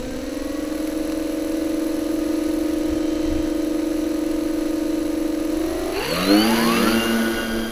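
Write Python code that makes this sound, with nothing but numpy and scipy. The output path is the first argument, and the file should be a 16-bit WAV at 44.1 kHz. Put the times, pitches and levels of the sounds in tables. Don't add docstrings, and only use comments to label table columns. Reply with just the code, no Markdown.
import sys
import numpy as np
from scipy import signal
from scipy.fft import rfft, irfft, next_fast_len
from scipy.io import wavfile
from scipy.ndimage import uniform_filter1d

SR = 44100
rng = np.random.default_rng(int(sys.argv[2]) if len(sys.argv) > 2 else 0)


def output_pcm(signal):
    pcm = np.clip(np.atleast_2d(signal).T, -1, 1) * 32767
    wavfile.write(sys.argv[1], SR, np.round(pcm).astype(np.int16))


N = 340011

# (t/s, speed/(rev/s))
LEAD_SPEED = [(0, 40.4), (2.4, 40.37), (3.3, 40.62), (5.48, 40.42), (5.68, 45.1), (5.94, 47.4),
              (6.14, 83.8), (6.32, 100.9), (6.48, 113.3), (6.68, 116), (7.2, 114.3), (7.71, 113.3)]
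LAG_SPEED = [(0, 24.9), (1.7, 24.97), (2.7, 25.6), (5.48, 25.12), (5.74, 28.1), (5.96, 29.3), (6.2, 43.5),
             (6.5, 65), (6.7, 86.3), (6.93, 110.5), (7.08, 113.1), (7.71, 112.2)]
# (multiple of shaft speed, relative idle level/dB, relative loaded level/dB)
LEAD_ORDERS = [(8, -58, -46), (12, -45, -46), (13, -43.5, -41), (14, -39, -41), (16, -44, -49),
               (6, -60, -42), (7, -63, -38), (10, -58, -55), (15, -52, -52), (18, -57, -52), (20, -58, -52),
               (25, -61, -51), (26, -59, -51), (27, -68, -49), (28, -66, -49), (29, -68, -49),
               (37, -59, -56), (42, -59, -50), (49, -63, -64)]
LAG_ORDERS = [(10, -49, -52), (11, -50.5, -50), (12, -38.5, -47), (13, -38.5, -33.5), (14, -46.5, -45),
              (15, -49.5, -52), (9, -55, -55), (16, -54, -50), (24, -56, -52), (25, -52, -47),
              (28, -59, -48), (29, -66, -46), (36, -58, -56), (37, -54.5, -54), (42, -69, -49),
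              (47, -61, -62), (49, -55, -64)]
# (t/s, lead gain/dB, lag gain/dB)
WHINE_GAIN = [(0, -5, -5), (.6, -1, -3.5), (1.4, 1, -2.5), (2.4, -0.5, 0.5), (5.5, -1, -0.5), (5.9, 4, 3.5),
              (6.1, -3, -6.5), (6.25, -2, 2), (6.8, -2.5, 2)]
# (t/s, load 0-1)
LOAD = [(0, 0), (5.5, 0), (5.62, 0.16), (5.93, 0.3), (5.97, 0.9), (6.15, 0.98), (7.71, 0.75)]
# (f/Hz, width/Hz, lift/dB)
AIRFRAME = [(255, 40, 5), (315, 60, 14), (495, 50, 9), (570, 70, 2), (1120, 90, 5), (1250, 60, 4),
            (1480, 70, 4), (1910, 110, 6), (2830, 120, 8), (3020, 100, 6), (4350, 520, 11),
            (5400, 550, -12)]
# (start t/s, length/s, multiple of shaft speed, peak level/dB)
LEAD_SQUEALS = [(0, 0.22, 42, -47), (0, 0.98, 49, -49), (2.75, 0.98, 77, -51), (5.986, .11, 42, -37),
                (6.06, .15, 14, -35), (6.17, .3, 7, -33), (6.19, 0.32, 42, -27), (6.347, 0.098, 28, -25),
                (6.38, .1, 14, -35), (6.38, 0.68, 42, -39.5), (6.9, 1.3, 28, -44), (6.904, 1.1, 14, -41),
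                (6.9, 1.2, 42, -47.5)]
LAG_SQUEALS = [(0, 0.23, 13, -30), (.22, .68, 48, -48), (6.08, .16, 15, -32), (6.57, .11, 22, -33),
               (6.66, 0.2, 29, -29), (6.72, 0.27, 42, -33.5), (6.8, .11, 17, -32), (6.85, 1.2, 29, -44),
               (6.91, 0.24, 25, -28.5), (7.31, 0.2, 25, -36.5)]
# (multiple of shaft speed, relative level/dB)
PROP_ORDERS = [(1, -45.5), (2, -26.5), (3, -37), (4, -37.5), (5, -39), (6, -44)]
# (peak t/s, half length/s, lift/dB)
WING_BOOM = (6.325, .052, 9.5)
# (offset from switching rate/shaft speeds, relative idle level/dB, strained level/dB)
SIDEBANDS = [(0, -58, -50), (2, -67, -57), (-2, -82, -72), (14, -70, -66), (-14, -68, -54),
             (-42, -57, -39.5)]
# (f/Hz, relative density/dB)
IDLE_RASP = [(440, -36), (750, -25), (847, -9), (921, -1), (1110, -11), (1230, -3), (1420, -7),
             (1540, -4.5), (1610, -4.5), (3020, -7), (3350, -12.5), (4110, -4.5), (4860, -12.5), (6030, -9),
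             (7000, -17.5), (9100, -25), (15400, -120)]
LOAD_RASP = [(440, -6.5), (750, -8), (1010, 0), (1150, 3), (1970, -3), (2120, 2), (2620, -27), (2830, -1.5),
             (3060, -1), (4500, -16), (5050, -16), (6010, -7), (7500, -22), (9750, -53), (16500, -120)]
IDLE_HISS = [(6500, -22), (7400, -4), (8600, -17.5), (9200, -7.5), (9800, 3), (10300, 0.5), (11100, 2),
             (11750, -7.5), (12350, 3.5), (13000, -14), (14400, -2), (15600, -14)]
LOAD_HISS = [(4120, -12), (7000, -3), (7360, -17), (7960, -14), (8040, -12.5), (10000, 3), (10700, 5),
             (11700, 0.5), (14300, -1), (14900, -11), (15700, -25)]
# (t/s, hiss gain/dB, rasp gain/dB)
SHADE = [(0, -4.5, 1), (.9, .5, 0.5), (2.7, 1, 1.3), (3.0, -3.2, 1.3), (3.35, -3.5, 1.3), (3.65, -0.5, 0.4),
         (5.3, 0, 0.5), (5.8, 0.5, 1.5)]
# (t/s, peak gain/dB)
CATCHES = [(0.8734, -30), (1.1212, -28), (6.507, -19)]
# (f/Hz, relative density/dB)
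BELL_GRIT = [(1000, -30), (1500, -9.5), (2300, 1.5), (2850, 6.5), (3500, -22), (4050, 0), (4600, 4),
             (4900, -22)]
# (f/Hz, relative density/dB)
WASH = [(60, -20), (130, -13.5), (220, -3), (300, -6.5), (400, -1), (490, -6), (700, -1.5), (950, -19.5),
        (1500, -20)]
WIND = [(10, -2.5), (25, -0.5), (50, -14), (64, -5.5), (85, -16.5), (140, -19), (300, -44), (800, -31)]
# (peak t/s, half length/s, peak level/dB)
GUSTS = [(.08, 0.16, -33), (1.974, .05, -36), (2.935, 0.09, -30), (3.35, 0.11, -24.5), (5.77, 0.3, -35.5),
         (7.56, 0.055, -30)]

LEAD_SWITCH_HZ, LAG_SWITCH_HZ = 7729, 7699
IDLE_REV_PER_S, FULL_REV_PER_S = 48.2, 111.7
# (rev/s short at t = 0, time constant/s)
LEAD_SPIN_UP, LAG_SPIN_UP = (4.3, .34), (5.0, .5)
# (base level/dB, growth/(dB per tenfold speed), rise under full load/dB)
RASP_LAW, HISS_LAW = (-42.5, 19.7, 4.4), (-45.5, 23, 3.1)
ROLL_START_S, ROLL_M_PER_S2, DISTANCE_M = 6.72, 4.4, 1.09
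WHINE_FALLOFF = 1.33
WASH_FALLOFF = 0.3
BREEZE_DB, BREEZE_SWING_DB = -38.5, 0.5
CUTOFF_HZ = 15700


def motor(speed, orders, load, scatter_turns, load_flutter_db):
    flutter_db = .25 + load * load_flutter_db
    whine = 0
    for k, idle_db, loaded_db in orders:
        level_db = idle_db + load * (loaded_db - idle_db) + flutter_db * drift(15.3)
        whine = whine + tone(k * speed, level_db, scatter_turns * rng.random())
    return whine


def shaft(table, spin_up, load, wobble=0.0011):
    short, settle_s = spin_up
    speed = in_time(table)[0] - short * np.exp(-np.arange(N) / SR / settle_s)
    return speed * (1 + wobble * load * drift(21))


def airframe(hz):
    lift_db = sum(db / (1 + 2j * (hz - centre) / width) for centre, width, db in AIRFRAME)
    return 10 ** (lift_db / 20)


def tone(hz, level_db, start_turns=0):
    body = airframe(np.append(hz[::64], hz[-1]))
    turns = np.cumsum(hz) / SR + start_turns
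    angle = (2 * np.pi * (turns - np.floor(turns))).astype(np.float32)
    wave = stretch(body.real, size=64) * np.cos(angle) - stretch(body.imag, size=64) * np.sin(angle)
    return np.sqrt(2) * from_db(level_db) * wave


def squeals(speed, rows, flutter_db=2.0):
    t = np.arange(N) / SR
    angle = 2 * np.pi * np.cumsum(speed) / SR
    sound = 0
    for start_s, length_s, k, db in rows:
        swell = np.sin(np.pi * np.clip((t - start_s) / length_s, 0, 1))
        sound = sound + from_db(db) * swell * np.sin(k * angle)
    return np.sqrt(2) * sound * from_db(flutter_db * drift(40))


def propeller(speed, start_turns, growth_db=62, bite_db=4.5, turbulence_db=1.27):
    speed_db = growth_db * np.log10(speed / FULL_REV_PER_S) + bite_db * torque_of(speed)
    boom_db = wing_boom_db()
    drone = 0
    for (k, db), turns in zip(PROP_ORDERS, start_turns):
        level_db = db + speed_db + boom_db * (k > 2) + turbulence_db * drift(16.5)
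        drone = drone + tone(k * speed, level_db, turns)
    return np.sqrt(thrust_of(speed)) * drone


def wing_boom_db():
    peak_s, half_length_s, db = WING_BOOM
    return db * np.exp(-((np.arange(N) / SR - peak_s) / half_length_s) ** 2)


def thrust_of(speed):
    return np.clip((speed - IDLE_REV_PER_S) / (FULL_REV_PER_S - IDLE_REV_PER_S), 0, 1)


def torque_of(speed, full_rev_per_s2=100):
    acceleration = uniform_filter1d(np.gradient(speed) * SR, size=2400)
    return np.clip(acceleration / full_rev_per_s2, 0, 1)


def drive_noise(lead, lag, load):
    decades = np.log10(lead / IDLE_REV_PER_S)
    rasp_db, hiss_db = (base + growth * decades + rise * load for base, growth, rise in (RASP_LAW, HISS_LAW))
    hiss_shade_db, rasp_shade_db = in_time(SHADE)
    rasp_band, hiss_band = (1650, 2650), (9000, 15000)  # Hz, where rms is set to 1

    idle_rasp = noise(IDLE_RASP, rasp_band) * rubbing(lead, once_db=0.85, twice_db=0.4, grain_db=1.34)
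    idle_rasp *= from_db(rasp_db + rasp_shade_db - 3.5)
    idle_hiss = noise(IDLE_HISS, hiss_band) * scraping(lead) * from_db(hiss_db + hiss_shade_db)

    load_rasp = noise(LOAD_RASP, rasp_band) * rubbing(lead, once_db=2.0, twice_db=4.0, grain_db=3.0)
    load_rasp *= from_db(rasp_db - 5.5)
    load_hiss = noise(LOAD_HISS, hiss_band) * rubbing(lag, once_db=2.5, twice_db=1.5, grain_db=1.4)
    load_hiss *= from_db(hiss_db - 1.4)
    return np.sqrt(1 - load) * (idle_rasp + idle_hiss) + np.sqrt(load) * (load_rasp + load_hiss)


def rubbing(speed, once_db, twice_db, grain_db):
    angle = 2 * np.pi * np.cumsum(speed) / SR
    gain = from_db(once_db * np.cos(angle) + twice_db * np.cos(2 * angle) + grain_db * drift(290))
    return gain / np.sqrt(np.mean(gain ** 2))


def scraping(speed, decay_turns=0.2, second_db=-6, steady_db=-9, grain_db=2.0):
    count, half_turn_part = np.divmod(2 * np.cumsum(speed) / SR, 1)
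    count = count.astype(int)
    chance_db = rng.standard_normal(count[-1] + 1)[count]
    strength = from_db(second_db * (count % 2) + chance_db)
    scrape = strength * np.exp(-half_turn_part / (2 * decay_turns))
    gain = (from_db(steady_db) + scrape) * from_db(grain_db * drift(260))
    return gain / np.sqrt(np.mean(gain ** 2))


def catches(decay_s=.002):
    t = np.arange(N) / SR
    envelope = sum(from_db(db) * (t >= s) * np.exp(-np.abs(t - s) / decay_s) for s, db in CATCHES)
    return envelope * (noise(IDLE_RASP) + .5 * noise(IDLE_HISS))


def surge(speed, load, level_db, sputter_db=3):
    sputter = noise(BELL_GRIT) * from_db(level_db + sputter_db * drift(30))
    return torque_of(speed) * np.sqrt(load) * sputter


def buzz(speed, load, level_db, low_hz=520, high_hz=3000):
    overtones = rng.standard_normal(size=56) + 1j * rng.standard_normal(size=56)
    one_turn = irfft(np.append(0, overtones), 2048)
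    one_turn /= one_turn.std()
    wave = np.interp(np.cumsum(speed) / SR % 1, np.linspace(0, 1, len(one_turn)), one_turn)
    band = signal.butter(2, [low_hz, high_hz], "band", fs=SR, output="sos")
    return load * from_db(level_db) * signal.sosfilt(band, wave) * speed / FULL_REV_PER_S


def controller(speed, load, switch_hz, octave_db=-67, fade_rev_per_s=30, strain_rev_per_s=30):
    chopping = np.clip((FULL_REV_PER_S - speed) / fade_rev_per_s, 0, 1)
    strain = load * np.clip((speed - IDLE_REV_PER_S) / strain_rev_per_s, 0, 1)
    whistle = tone(np.full(N, 2. * switch_hz), octave_db)
    for k, idle_db, strained_db in SIDEBANDS:
        level_db = idle_db + strain * (strained_db - idle_db + 2 * drift(25))
        whistle = whistle + tone(switch_hz + k * speed, level_db)
    return chopping * whistle


def prop_wash(speed, idle_db=-44.0, full_db=-34):
    size = next_fast_len(N)
    body = airframe(np.fft.rfftfreq(size, 1 / SR))
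    buffet = irfft(rfft(noise(WASH), size) * body, size)[:N]
    return buffet * from_db(idle_db + thrust_of(speed) * (full_db - idle_db))


def receding_db():
    rolled_m = .5 * ROLL_M_PER_S2 * np.maximum(np.arange(N) / SR - ROLL_START_S, 0) ** 2
    return -20 * np.log10(1 + rolled_m / DISTANCE_M)


def wind():
    t = np.arange(N) / SR
    gusts = sum(from_db(db) * np.exp(-((t - s) / half_length_s) ** 2) for s, half_length_s, db in GUSTS)
    breeze = from_db(BREEZE_DB + BREEZE_SWING_DB * drift(1.6))
    return np.hypot(breeze, gusts) * noise(WIND)


def noise(spectrum, band=(0, SR)):
    size = next_fast_len(N)
    hz = np.maximum(np.arange(size // 2 + 1) * SR / size, 1)
    points_hz, points_db = np.transpose(spectrum)
    gain = from_db(np.interp(np.log(hz), np.log(points_hz), points_db, left=-100, right=-100))
    gain /= np.sqrt(np.mean(gain ** 2 * (hz > band[0]) * (hz < band[1])))
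    return irfft(rfft(rng.standard_normal(size)) * gain, size)[:N]


def drift(rate_hz):
    r = np.exp(-200 * np.pi * rate_hz / SR)
    chance = rng.standard_normal(N // 100 + 1002)
    slow = signal.lfilter([1], [1, -2 * r, r * r], chance)[1000:]
    return stretch(slow / slow.std(), size=100)


def stretch(points, size):
    return (points[:-1, None] + np.diff(points)[:, None] * (np.arange(size) / size)).ravel()[:N]


def in_time(rows):
    s, *columns = np.transpose(rows)
    return [np.interp(np.arange(N) / SR, s, c) for c in columns]


def from_db(db):
    return np.exp(np.asarray(db) * (np.log(10) / 20))


def scene():
    load = np.clip(in_time(LOAD)[0], 0, 1)
    lead, lag = shaft(LEAD_SPEED, LEAD_SPIN_UP, load), shaft(LAG_SPEED, LAG_SPIN_UP, load)
    lead_db, lag_db = in_time(WHINE_GAIN)
    away_db = receding_db()

    whine = from_db(lead_db) * motor(lead, LEAD_ORDERS, load, scatter_turns=0.31, load_flutter_db=3.5)
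    whine += from_db(lag_db) * motor(lag, LAG_ORDERS, load, scatter_turns=0.43, load_flutter_db=3.5)
    squeal = squeals(lead, LEAD_SQUEALS) + squeals(lag, LAG_SQUEALS)

    start_turns = rng.random(len(PROP_ORDERS))
    drone = propeller(lead, start_turns) + from_db(-3) * propeller(lag, start_turns)

    grit = drive_noise(lead, lag, load) + catches()
    grit += surge(lead, load, level_db=-33) + surge(lag, load, level_db=-34.5)
    grit += buzz(lead, load, level_db=-35.5) + buzz(lag, load, level_db=-31)

    whistle = controller(lead, load, LEAD_SWITCH_HZ)
    whistle += from_db(-3.5) * controller(lag, load, LAG_SWITCH_HZ)
    wash = from_db(WASH_FALLOFF * away_db) * prop_wash(lead)

    receding = from_db(WHINE_FALLOFF * away_db) * whine + from_db(away_db) * (drone + grit) + wash
    return (receding + squeal + whistle + wind())[None]


def record(dry):
    low_pass = signal.ellip(12, .1, 90, CUTOFF_HZ, fs=SR, output="sos")
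    return signal.sosfilt(low_pass, dry)


dry = scene()
out = record(dry)
output_pcm(out)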